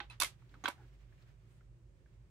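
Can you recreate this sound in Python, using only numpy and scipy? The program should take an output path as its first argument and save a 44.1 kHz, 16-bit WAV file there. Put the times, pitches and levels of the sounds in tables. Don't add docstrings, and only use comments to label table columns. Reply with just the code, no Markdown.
import sys
import numpy as np
from scipy import signal
from scipy.fft import rfft, irfft, next_fast_len
from scipy.io import wavfile
from scipy.ndimage import map_coordinates

SR = 44100
rng = np.random.default_rng(int(sys.argv[2]) if len(sys.argv) > 2 else 0)


def wrap_up_sound(samples):
    columns = np.atleast_2d(samples).T
    tamed = np.clip(columns, -1, 1)
    steps = np.round(tamed * 32767).astype(np.int16)
    wavfile.write(sys.argv[1], SR, steps)


N = 101429

TABLE_MODES = {"top1": (345, -3), "top2": (568, -1), "top3": (820, -3), "top4": (978, -2),
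               "top5": (1150, -1), "top6": (1285, -3), "top7": (1345, -6), "top8": (1470, -4),
               "top9": (1526, -1), "top10": (2097, -3), "top11": (2250, -3)}
STICK_MODES = {"stick1": (2586, 0), "stick2": (3210, -3), "stick3": (3300, -3), "stick4": (3612, 0),
               "stick5": (3996, 0), "stick6": (4432, -2), "stick7": (5935, 0), "stick8": (6500, -4),
               "stick9": (7940, -1), "stick10": (9150, 0), "stick11": (9400, 0), "stick12": (10282, 1),
               "stick13": (11500, -1)}
# f/Hz, gain/dB
CONTACT_SPECTRUM = [(120, -18.5), (300, 4), (450, -3), (680, 0), (1000, 0.5), (1500, -4), (1900, -1),
                    (2500, -3), (3600, -2.5), (5000, -5), (7000, -7), (10000, -8.5), (12300, -12),
                    (14200, -13.5), (15400, -39)]
BANDS_HZ = [330, 1250, 3600, 9500]
CONTACTS = [(.002, -49.5, -36, -36.5, -69, -7.5, -16.5, "top3", -50.5, "top9", -45, 0.068),
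            (.0065, -54, -47, -52.5, -73.5, -4, -15, "top1", -52.5, "top3", -45.5, 0.104),
            (.0990, -69.5, -59, -54.5, -67.5, -5.5, -6.5, "stick1", -48, "stick10", -61.5, 0.094),
            (0.1066, -74.5, -52.5, -58, -74, -6, -1.5, "top4", -54.5, "stick5", -52.5, .06),
            (.2007, -50.5, -38, -30.5, -26.5, -7.5, -15.5, "stick4", -29, "stick12", -26.5, 0.019),
            (.2115, -55.5, -35.5, -35, -29.5, -8.5, -14, "stick1", -41, "stick7", -38, 0.027),
            (.2165, -49, -39, -34.5, -36.5, -6, -14.5, "top10", -43.5, "stick6", -39.5, .06),
            (0.2195, -52, -28, -29.5, -37, -10, -16.5, "top5", -28, "top6", -30.5, 0.027),
            (0.2203, -47.5, -30.5, -30.5, -25.5, -3.5, -16.5, "top8", -34, "top11", -30, 0.033),
            (0.2319, -43, -33, -30.5, -30, -1.5, -16, "top2", -47.5, "stick11", -35, 0.052),
            (0.2452, -56, -44, -36, -39.5, -8, -12.5, "top10", -37.5, "stick1", -43.5, 0.041),
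            (0.5411, -71.5, -52.5, -64, -78, -6.5, -12.5, "top7", -64, "top9", -47.5, 0.014),
            (.5520, -69.5, -62.5, -75.5, -89.5, 0, -9, "top6", -53, "top9", -74, .02),
            (.6390, -45, -37.5, -47, -55, -6.5, -6, "top5", -39.5, "stick8", -41.5, .03),
            (.6455, -47, -39.5, -40, -64, -1.5, -12, "top1", -36.5, "top10", -51.5, 0.029),
            (0.6567, -57, -25.5, -32.5, -53.5, -7.5, -14.5, "top9", -25, "stick3", -26.5, 0.022),
            (.6784, -49.5, -30.5, -38, -58.5, -8.5, -17.5, "top7", -32, "stick2", -35.5, 0.025),
            (0.6834, -37, -36.5, -39, -37.5, -7, -20, "top2", -43, "top4", -33.5, .04),
            (0.6995, -73, -54.5, -75, -67, -12.5, -20, "top4", -48, "top9", -42.5, 0.037)]


def chopsticks(rise_s=.00074, hold_s=.0027, crack_t60_s=.018, body_db=-19.5, body_t60_s=.075):
    out, t = np.zeros((2, N)), np.arange(SR // 4) / SR
    modes = {**TABLE_MODES, **STICK_MODES}
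    body = [(hz, db, body_t60_s) for hz, db in modes.values()]
    rise = 1 - np.exp(-t / rise_s)
    crack = rise * decay(t, crack_t60_s, hold_s)
    spectrum = lambda hz: unit(amp(along(CONTACT_SPECTRUM, hz)))
    for s, *bands_db, pan_db, room_db, first, first_db, second, second_db, t60_s in CONTACTS:
        direct = crack * noise(len(t), DIRECT_COHERENCE) + amp(body_db) * ring(body, t)
        blow = panned(direct, pan_db) + amp(room_db) * room_tail(t)
        colour = list(zip(BANDS_HZ, bands_db))
        add(out, s, filtered(blow, lambda hz: causal(spectrum(hz) * amp(along(colour, hz)))))
        pair = [(modes[first][0], first_db, t60_s), (modes[second][0], second_db, t60_s)]
        add(out, s, panned(rise * ring(pair, t), pan_db))
    return out


# f/Hz, L-R coherence
DIRECT_COHERENCE = [(300, 0.93), (1200, .9), (2500, 0.18), (5000, 0.17), (12000, 0.44)]


def ring(modes, t, scatter_db=.7):
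    hz, db, t60_s = np.transpose(modes)[:, :, None]
    level_draw, phase_draw = rng.standard_normal((2, len(modes), 1))
    phase = phase_draw * stereo_angle(DIRECT_COHERENCE, hz)
    envelope = amp(db + scatter_db * level_draw) * decay(t, t60_s)
    return np.array([(envelope * np.sin(2 * np.pi * hz * t + side * phase)).sum(0) for side in (-1, 1)])


# f/Hz, t60/s
ROOM_T60 = [(250, .19), (1200, .155), (3500, .145), (8000, .135), (14000, .115)]
# f/Hz, L-R coherence
ROOM_COHERENCE = [(300, .9), (1200, 0), (3000, 0), (12000, 0)]


def room_tail(t, rise_s=.003, hold_s=.027, pan_db=-2.5):
    hz, frame_s, spectra = signal.stft(noise(len(t), ROOM_COHERENCE), SR, nperseg=256)
    fade = decay(frame_s, along(ROOM_T60, hz)[:, None], hold_s)
    tail = signal.istft(spectra * fade, SR, nperseg=256)[1][:, :len(t)]
    rise = 1 - np.exp(-(t / rise_s) ** 2)
    return panned(tail * rise, pan_db)


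# t/s, level/dB, f/Hz
FINGER_TICKS = [(.421, -68, 1200), (.492, -70.5, 3700), (1.124, -68.5, 1808), (1.179, -69, 2400),
                (1.222, -70, 4060), (1.607, -67.5, 1500), (2.06, -70, 1600)]


def ticks(rise_s=.00049, t60_s=.048, width_oct=.29):
    out, t = np.zeros((2, N)), np.arange(SR // 4) / SR
    envelope = (1 - np.exp(-t / rise_s)) * decay(t, t60_s)
    for s, db, hz in FINGER_TICKS:
        add(out, s, amp(db) * envelope * band_noise(len(t), hz, width_oct))
    return out


# t/s, length/s, level/dB, f/Hz, half-width/oct
SLIDES = [(0.488, 0.15, -71, 301.3, .5), (.77, 0.11, -67, 330, .3), (.75, 0.12, -72.5, 1510, 0.2),
          (0.756, 0.108, -70.5, 800, .2), (1.251, 0.073, -79.5, 1657, 0.38), (1.46, 0.15, -86, 8300, 0.38)]


def slides():
    out, t = np.zeros((2, N)), np.arange(SR // 3) / SR
    for s, length_s, db, hz, width_oct in SLIDES:
        swell = np.sin(np.pi * np.clip(t / length_s, 0, 1))
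        add(out, s, amp(db) * swell * band_noise(len(t), hz, width_oct))
    return out


# t/s, level/dB
RUSTLE = [(.4, -77.5), (.75, -74), (1.02, -77), (1.12, -77), (1.29, -74), (1.38, -82.5), (1.52, -75.5),
          (1.7, -88.5), (1.95, -86.5), (2.1, -83), (2.3, -87.5)]
# f/Hz, density/dB
CLOTH_SPECTRUM = [(300, -3), (1000, 4), (2300, 4.5), (4000, -3.5), (7500, -10), (10000, -18),
                  (15000, -15.5)]


def sleeves(flutter_db=2, flutter_hz=35):
    t = np.arange(N) / SR
    knots = rng.standard_normal(int(N * flutter_hz / SR) + 4)
    flutter = map_coordinates(knots, [t * flutter_hz])
    cloth = diffuse_noise(lambda hz: amp(along(CLOTH_SPECTRUM, hz)))
    return cloth * amp(np.interp(t, *np.transpose(RUSTLE)) + flutter_db * flutter)


# f/Hz, half-width/Hz, level/dB
HUM_BANDS = [(51.5, 5, -61), (118.06, 7.3, -63.5), (80, 20, -70), (135, 35, -69.5)]


def appliance_hum():
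    out = np.zeros((2, N))
    for centre_hz, width_hz, db in HUM_BANDS:
        out += amp(db) * diffuse_noise(lambda hz: 1 / (1 + ((hz - centre_hz) / width_hz) ** 2))
    return out


# f/Hz, density/dB
AIR_SPECTRUM = [(100, -25.5), (170, -6), (250, -6.5), (380, 0.5), (450, -10), (550, -5), (700, -15.5),
                (1030, -16.5), (2300, -22), (4120, -27.5), (8500, -27.5), (10500, -38), (15000, -42.5)]


def room_air(level_db=-75.5):
    return amp(level_db) * diffuse_noise(lambda hz: amp(along(AIR_SPECTRUM, hz)))


def amp(db):
    return 10 ** (np.asarray(db) / 20)


def unit(x):
    return x / np.sqrt(np.mean(x ** 2) + 1e-20)


def decay(t, t60_s, hold_s=0):
    return np.exp(-np.log(1000) * np.maximum(t - hold_s, 0) / t60_s)


def along(points, hz):
    points_hz, values = np.transpose(points)
    return np.interp(np.log(hz + 1), np.log(points_hz + 1), values)


def panned(x, pan_db):
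    return x * amp([[pan_db / 2], [-pan_db / 2]])


def add(out, s, x):
    start = max(round(s * SR), 0)
    out[:, start:start + x.shape[1]] += x[:, :N - start]


def filtered(x, response):
    n = x.shape[-1]
    n_fft = next_fast_len(n + SR // 4)
    return irfft(rfft(x, n_fft) * response(np.fft.rfftfreq(n_fft, 1 / SR)), n_fft)[..., :n]


def causal(gain):
    cepstrum = irfft(np.log(np.maximum(gain, 1e-6)))
    half = len(cepstrum) // 2
    cepstrum[1:half] *= 2
    cepstrum[half + 1:] = 0
    return np.exp(rfft(cepstrum))


def stereo_angle(coherence, hz):
    return np.arccos(np.clip(along(coherence, hz), -1, 1)) / 2


def noise(n, coherence):
    def mid_side_gains(hz):
        angle = stereo_angle(coherence, hz)
        return np.array([np.cos(angle), np.sin(angle)])
    mid, side = filtered(rng.standard_normal((2, n)), mid_side_gains)
    return np.array([mid + side, mid - side])


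def band_noise(n, centre_hz, width_oct):
    band = lambda hz: 1 / (1 + (np.log2((hz + 1) / centre_hz) / width_oct) ** 2)
    return unit(filtered(noise(n, DIRECT_COHERENCE), band))


def diffuse_noise(response):
    return unit(filtered(noise(N, ROOM_COHERENCE), response))


def scene():
    contacts = chopsticks()
    background = ticks() + slides() + sleeves() + room_air() + appliance_hum()
    return contacts + panned(background, pan_db=-2.5)


def record(dry, low_cut_hz=40, top_hz=15800):
    return filtered(dry, lambda hz: (hz < top_hz) * (1 - 1 / (1 + (hz / low_cut_hz) ** 8)))


dry = scene()
out = record(dry)
wrap_up_sound(out)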